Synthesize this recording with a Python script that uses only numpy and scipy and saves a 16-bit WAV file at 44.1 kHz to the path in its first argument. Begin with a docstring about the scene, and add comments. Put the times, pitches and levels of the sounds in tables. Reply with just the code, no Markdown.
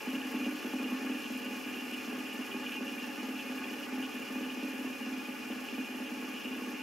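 """A three-armed fidget spinner coasts on a desk indoors for 6.8 s, slowly losing speed.
To about 1 s the cage is loose: balls knock unevenly and ring the desk in a throbbing hum.
Then the knocks come at ball rate, about 20 falling to 18 a second, swelling as the rotor wobbles.
Throughout, balls rolling over pits make the desk drone, the body whirr near 2.7 kHz and the bearing hiss;
the whirr swells into brief swishes on rough patches. A steady noise wash stands for the room."""
import sys
import numpy as np
from scipy import signal
from scipy.fft import rfft, irfft, next_fast_len
from scipy.io import wavfile

SR = 44100
rng = np.random.default_rng(int(sys.argv[2]) if len(sys.argv) > 2 else 0)


def store_wav(level_fs):
    """Save 16-bit WAV to argv[1]."""
    pcm = np.round(np.clip(np.atleast_2d(level_fs), -1, 1) * 32767)
    wavfile.write(sys.argv[1], SR, pcm.T.astype(np.int16))


N = 300965

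# coasting rotor: [t/s, speed/(turns/s)]
ROTOR_SPEED = [(0, 7.62), (6.82, 6.763)]
# ball knocks while the cage is loose: [t/s, level/dB]
LOOSE_KNOCKS = [(.071, 9.5), (.132, 9), (.162, 4), (0.251, 4.5), (.313, 1), (0.342, 11.5), (.403, 9),
                (0.435, 3), (.464, 12), (.524, 6), (.646, 8.5), (.675, -1), (0.705, 2), (0.736, 11),
                (.798, 8), (.828, 8), (0.86, 3.5), (0.889, 5), (0.921, 11), (1.012, 6)]
# later balls landing harder or softer: [t/s, level change/dB]
ODD_KNOCKS = [(1.456, 3.5), (1.611, -9), (1.714, -3.5), (1.972, -3.5), (2.076, 3.5), (2.284, 1),
              (2.442, -6), (2.546, 3.5), (3.126, -3), (3.39, -3), (4.086, -7), (4.41, 3), (4.464, 0),
              (4.627, 2.5), (4.954, -10), (5.338, -6), (5.78, 6), (6.113, 7), (6.39, -10), (6.562, 7)]
# wobble load on the bearing:
# [cycles per rotor turn, cycles per cage turn, first peak t/s, hum level swing/dB, drone level swing/dB]
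WOBBLE = [(1, -1, 0.033, 3.2, 0.22), (0, 1, 0.34, 1.5, 0.5), (1, 0, 0.093, 1, 0), (2, 0, 0.016, 0.05, 0.75)]
# lowest resonances of the spinner standing on the desk: [f/Hz, width/Hz, level/dB]
HUM_MODES = [(227, 28, -41.5), (261.3, 9.5, -40), (297.7, 10.4, -43.5)]
# higher resonances of the desk top: [f/Hz, width/Hz, level/dB]
DESK_MODES = [(341.4, 16.5, -58), (388.5, 30, -55.5), (433.4, 39, -56.5), (468, 20, -59.5),
              (551.7, 26, -58.5), (566.5, 8.5, -74), (706, 110, -66.5), (777, 110, -63.5), (851, 59, -60),
              (1012, 60, -71.5), (1095, 40, -63), (1197, 71, -61.5), (1246, 60, -69.5), (1382, 73, -65.5),
              (1476.5, 47, -62), (1665.5, 86, -59.5), (1774, 47, -62.5), (1795, 360, -69), (1996, 290, -63),
              (2174, 42, -66)]
# resonances of the plastic body with its weights: [f/Hz, width/Hz, level/dB]
BODY_MODES = [(2284, 64, -61.5), (2386, 88, -54.5), (2461, 39, -52), (2520, 18, -61), (2697, 200, -52.5),
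              (2778, 36, -54.5), (2891, 77, -54.5), (2969, 70, -57.5), (3120, 30, -68), (3184, 65, -64),
              (3324, 69, -66.5), (3515, 53, -69.5), (3744, 90, -72)]
# whirr swells on rough patches: [peak t/s, rise and fall time/s, level rise/dB]
SWISHES = [(.445, 0.0095, 4), (.85, 0.045, 3), (1.115, 0.0095, 7), (1.255, 0.028, 4.5), (1.931, 0.03, 6),
           (2.31, 0.016, 3), (2.52, 0.015, 4), (2.735, 0.03, 4), (3.015, 0.023, 7), (3.4, 0.016, 7.5),
           (3.645, 0.013, 4), (4.05, 0.028, 7.5), (4.125, 0.021, 4), (4.52, 0.056, 4), (5.255, 0.04, 4),
           (5.495, 0.022, 3), (5.67, 0.04, 4.5), (5.745, .015, 2), (5.92, .025, 0), (6.07, 0.032, 6.5),
           (6.44, 0.065, 6), (6.55, 0.017, 3)]
# brief changes of the whirr, mostly dips: [t/s, level change/dB]
WHIRR_DIPS = [(1.015, -4), (2.23, -6), (3.89, -10), (4.73, 2), (5.43, -1), (5.61, -6), (6.61, -3)]
# slow swings of the drone: [t/s, level change/dB]
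DRONE_LEVEL = [(0, 1.5), (.47, 1.8), (.6, 0.5), (.95, 2), (1.1, 2), (1.4, -1), (1.53, 1.5), (1.68, 0),
               (2.15, 1), (2.95, 0.7), (3.45, 1.4), (3.95, 1.5), (4.55, 0.5), (5.08, 0.7), (5.65, -0.5),
               (6.25, 0.8), (6.82, 0.5)]
# bearing hiss, relative spectral density: [f/Hz, level/dB]
HISS_SPECTRUM = [(2500, -14), (3500, 1.5), (3850, -7), (4050, 1.5), (4350, -3.5), (4800, 1.5), (5800, 0.5),
                 (7200, -3), (7700, -6.5), (9200, -10.5), (9800, -5.5), (10400, -8), (11500, -0.5),
                 (12300, -6), (13000, -8), (15700, -10.5)]
# diffuse room sound, relative spectral density: [f/Hz, level/dB]
ROOM_SPECTRUM = [(25, -37), (80, -20), (165, -3.5), (300, 2), (500, -5), (1000, -9.5), (1500, -11),
                 (1680, -7), (2100, -12), (2550, -6.5), (3700, -21), (5500, -21), (8500, -31), (11700, -20),
                 (13000, -28), (15700, -26)]

BALL_COUNT, CAGE_TURNS_PER_ROTOR_TURN = 7, .3735
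SETTLES_AT_S, SETTLED_KNOCK_DB = 1.03, 3.5
DROP_AT_PASS = .672  # share of a ball pass at which it knocks
REBOUND_S, REBOUND_GAIN = .0195, 0.39
ODD_KNOCK_S, WHIRR_DIP_S = .025, 0.015  # time from the peak to 1/e of the dB change
HUM_DB, ROLLING_HUM_DB = -40.5, -50.5  # rung by knocks, by plain rolling
DRONE_DB, WHIRR_DB, HISS_DB = -46.0, -46, -53.5  # base levels at starting speed
HUM_POWER, DRONE_POWER, WHIRR_POWER, HISS_POWER = 0.75, 0.71, 1.66, 1.7  # amplitude ~ speed ** power
ROOM_DB, CUTOFF_HZ = -51, 15650
CONTACTS_PER_TURN, HISS_CONTACTS_PER_TURN = 200, 4000


def hum(clicks, dull_hz=700, soft_hz=900, lowest_hz=178):
    """Knocks and rebounds ring low modes; the broadest, lowest one dies early, so each throb slides up."""
    t_s = np.arange(N) / SR
    rebound = np.interp(t_s - REBOUND_S, t_s, clicks, left=0)
    force = clicks + REBOUND_GAIN * rebound
    modes = HUM_MODES + [mode for mode in DESK_MODES if mode[0] < 900]
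    out = np.zeros(N)
    for k, (hz, width_hz, db) in enumerate(modes):
        polarity = 1 if k == 0 else -1  # lowest mode swings against the others
        gain = from_db(db) / np.sqrt(width_hz) / (1 + (hz / dull_hz) ** 2)
        out += polarity * gain * resonate(force, hz, width_hz)
    out = signal.sosfilt(signal.butter(2, soft_hz, fs=SR, output="sos"), out)
    return rms_one(highpass(6, lowest_hz, out))


def knocks(turns, passes, load_db, uneven_db=0.9, jitter_passes=.015, sway_passes=0.0068):
    """Separate knocks while the cage is loose, then one per ball dropping into a worn spot."""
    sway = sway_passes * beat(CAGE_TURNS_PER_ROTOR_TURN * turns, first_peak_s=.169)
    place = passes - DROP_AT_PASS - sway + jitter_passes * drift(6)
    drops = np.diff(np.floor(place), prepend=np.floor(place[0]))
    drops = drops * (np.arange(N) / SR > SETTLES_AT_S)
    level_db = SETTLED_KNOCK_DB + load_db + bumps(ODD_KNOCKS, ODD_KNOCK_S)
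    clicks = drops * from_db(level_db + uneven_db * rng.standard_normal(N))
    for t_s, db in LOOSE_KNOCKS:
        clicks[int(t_s * SR)] += from_db(db)
    return clicks


def wobble(turns):
    """Wobble loads the bearing in rotor and cage rhythms: dB for the hum, dB for the drone."""
    hum_db, drone_db = 0, 0
    for per_rotor, per_cage, first_peak_s, hum_swing_db, drone_swing_db in WOBBLE:
        cycles = (per_rotor + per_cage * CAGE_TURNS_PER_ROTOR_TURN) * turns
        swing = beat(cycles, first_peak_s)
        hum_db = hum_db + hum_swing_db * swing
        drone_db = drone_db + drone_swing_db * swing
    return hum_db, drone_db


def whirr(turns, passes, per_s, split_hz=2620, low_share=0.025, cage_db=-0.1, restless_db=1.6):
    """Contacts ring the body, harder under each ball and as the rotor overtakes the cage."""
    force = swell(BALL_COUNT * turns - passes, depth_db=2.0) * swell(passes, depth_db=1.2)
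    body = ringing(BODY_MODES, per_s, force)
    upper = highpass_zero_phase(8, split_hz, body)
    surge_db = swishing_db() + bumps(WHIRR_DIPS, WHIRR_DIP_S)
    surge_db = surge_db + cage_db * beat(CAGE_TURNS_PER_ROTOR_TURN * turns, first_peak_s=0.035)
    surge_db = surge_db + restless_db * drift(19)
    surge_db = surge_db - surge_db.mean()
    # surges move the upper modes far more than the lower
    lower = (body - upper) * from_db(low_share * surge_db)
    return lower + upper * from_db(surge_db) + rasp(per_s)


def swishing_db():
    """Rise of the whirr on rough patches, in dB."""
    return sum(bumps([(t_s, db)], width_s) for t_s, width_s, db in SWISHES)


def rasp(per_s, hz=3130, width_hz=420, level_db=-15):
    """On a rough patch the balls also scrape, just above the main body modes."""
    strength = from_db(level_db) * (from_db(swishing_db()) - 1)
    return strength * ringing([(hz, width_hz, 0)], per_s, 1)


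def drone(per_s, split_hz=620, lower_db=-5.0):
    """Rolling contacts ring the whole desk top, its lower range held down."""
    desk = ringing(DESK_MODES, per_s, 1)
    upper = highpass_zero_phase(6, split_hz, desk)
    return upper + from_db(lower_db) * (desk - upper)


def hiss(turns, passes, per_s, split_hz=7400, coarse_db=1.0, fine_db=1.4):
    """Dense contacts sizzle, pulsing once a turn and thrice a ball pass; two bands waver apart."""
    pulsing = swell(turns - .36, depth_db=.3) * swell(3 * passes - .41, depth_db=.3)
    sizzle = near_echoes(coloured(contacts(per_s), HISS_SPECTRUM))
    fine = highpass_zero_phase(4, split_hz, sizzle)
    coarse = sizzle - fine
    return pulsing * (from_db(coarse_db * drift(23)) * coarse + from_db(fine_db * drift(39)) * fine)


def near_echoes(x, count=24):
    """Reflections off the desk and things on it comb the treble into fine ridges."""
    lags_s = np.geomspace(.001, .016, count) * rng.uniform(.9, 1.1, count)
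    lags = (lags_s * SR).astype(int)
    gains = .085 * rng.choice([-1, 1], count)
    return rms_one(x + sum(gain * np.roll(x, lag) for gain, lag in zip(gains, lags)))


def room(mid_db=-2.0):
    """Steady coloured noise, different on the two sides, as diffuse sound of the room."""
    mid, side = coloured(rng.standard_normal((2, N)), ROOM_SPECTRUM)
    return from_db(ROOM_DB) * (from_db(mid_db) * mid + side * np.array([[1], [-1]]))


def contacts(per_s):
    """Tiny impacts of balls on race pits, random in time and size."""
    hit = rng.random(N) < per_s / SR
    clicks = np.zeros(N)
    clicks[hit] = rng.standard_normal(hit.sum())
    return clicks


def ringing(modes, per_s, force):
    """Each mode rung by its own contacts; rms 1."""
    out = np.zeros(N)
    for hz, width_hz, db in modes:
        rung = resonate(contacts(per_s) * force, hz, width_hz)
        rung = resonate(rung, hz, width_hz)
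        out += from_db(db) * rms_one(rung)
    return rms_one(out)


def resonate(x, hz, width_hz):
    """Two-pole resonance, about unit gain at its peak."""
    r = np.exp(-np.pi * width_hz / SR)
    zeros = np.array([1, 0, -1]) * (1 - r * r) / 2
    poles = [1, -2 * r * np.cos(2 * np.pi * hz / SR), r * r]
    return signal.lfilter(zeros, poles, x + 1e-18)


def highpass(order, hz, x):
    """Causal Butterworth high-pass."""
    return signal.sosfilt(signal.butter(order, hz, "high", fs=SR, output="sos"), x)


def highpass_zero_phase(order, hz, x):
    """Zero-phase Butterworth high-pass, so x minus it is the low band."""
    return signal.sosfiltfilt(signal.butter(order, hz, "high", fs=SR, output="sos"), x)


def coloured(x, spectrum):
    """Filter x by (Hz, dB) points; rms 1."""
    hz, db = np.transpose(spectrum)
    size = next_fast_len(N)
    bins_hz = np.maximum(np.fft.rfftfreq(size, 1 / SR), 1)
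    gain = from_db(np.interp(np.log(bins_hz), np.log(hz), db))
    return rms_one(irfft(rfft(x, size) * gain, size)[..., :N])


def swell(cycles, depth_db):
    """Gain peaking once a cycle."""
    return from_db(depth_db * np.cos(2 * np.pi * cycles))


def beat(cycles, first_peak_s):
    """Cosine of -1 to 1, once a cycle, peaking at first_peak_s."""
    peak_cycles = np.interp(first_peak_s * SR, np.arange(N), cycles)
    return np.cos(2 * np.pi * (cycles - peak_cycles))


def bumps(rows, width_s):
    """Brief smooth rises or dips, in dB."""
    t_s = np.arange(N) / SR
    return sum(db * np.exp(-((t_s - peak_s) / width_s) ** 2) for peak_s, db in rows)


def drift(rate_hz):
    """Slow random wander, rms 1, computed at every 40th sample."""
    r = np.exp(-80 * np.pi * rate_hz / SR)
    noise = rng.standard_normal(N // 40 + 2002)
    slow = signal.lfilter([1], [1, -2 * r, r * r], noise)[2000:]  # drop the filter's start
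    return np.interp(np.arange(N) / 40, np.arange(len(slow)), rms_one(slow))


def in_time(rows):
    """Second column of a curve, at every sample."""
    t_s, values = np.transpose(rows)
    return np.interp(np.arange(N) / SR, t_s, values)


def from_db(db):
    """Decibels to gain."""
    return 10 ** (np.asarray(db) / 20)


def rms_one(x):
    """Scale to unit power."""
    return x / np.sqrt(np.mean(x ** 2) + 1e-20)


def placed(x, left_db):
    """Pan by a left-minus-right level difference."""
    return x * from_db(left_db * np.array([[.5], [-.5]]))


def scene():
    """Spin rate sets the source levels, contact rates and throbs."""
    speed = in_time(ROTOR_SPEED)
    turns = np.cumsum(speed) / SR
    passes = BALL_COUNT * CAGE_TURNS_PER_ROTOR_TURN * turns
    speed_db = 20 * np.log10(speed / speed[0])
    contacts_per_s = CONTACTS_PER_TURN * speed
    hum_load_db, drone_load_db = wobble(turns)

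    knocking = knocks(turns, passes, hum_load_db + HUM_POWER * speed_db)
    low = from_db(HUM_DB) * hum(knocking)
    low = low + from_db(ROLLING_HUM_DB) * ringing(HUM_MODES, contacts_per_s, 1)
    body = from_db(WHIRR_DB + WHIRR_POWER * speed_db) * whirr(turns, passes, contacts_per_s)
    desk_db = DRONE_DB + DRONE_POWER * speed_db + drone_load_db + in_time(DRONE_LEVEL)
    desk = from_db(desk_db) * drone(contacts_per_s)
    sizzle = hiss(turns, passes, HISS_CONTACTS_PER_TURN * speed)
    sizzle = from_db(HISS_DB + HISS_POWER * speed_db) * sizzle

    spinner = placed(low, left_db=-0.4) + placed(body, left_db=-1.0)
    return spinner + placed(desk, left_db=0.5) + placed(sizzle, left_db=0.5) + room()


def record(dry):
    """Steep elliptic low-pass at CUTOFF_HZ."""
    return signal.sosfilt(signal.ellip(12, .1, 80, CUTOFF_HZ, fs=SR, output="sos"), dry)


dry = scene()
out = record(dry)
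store_wav(out)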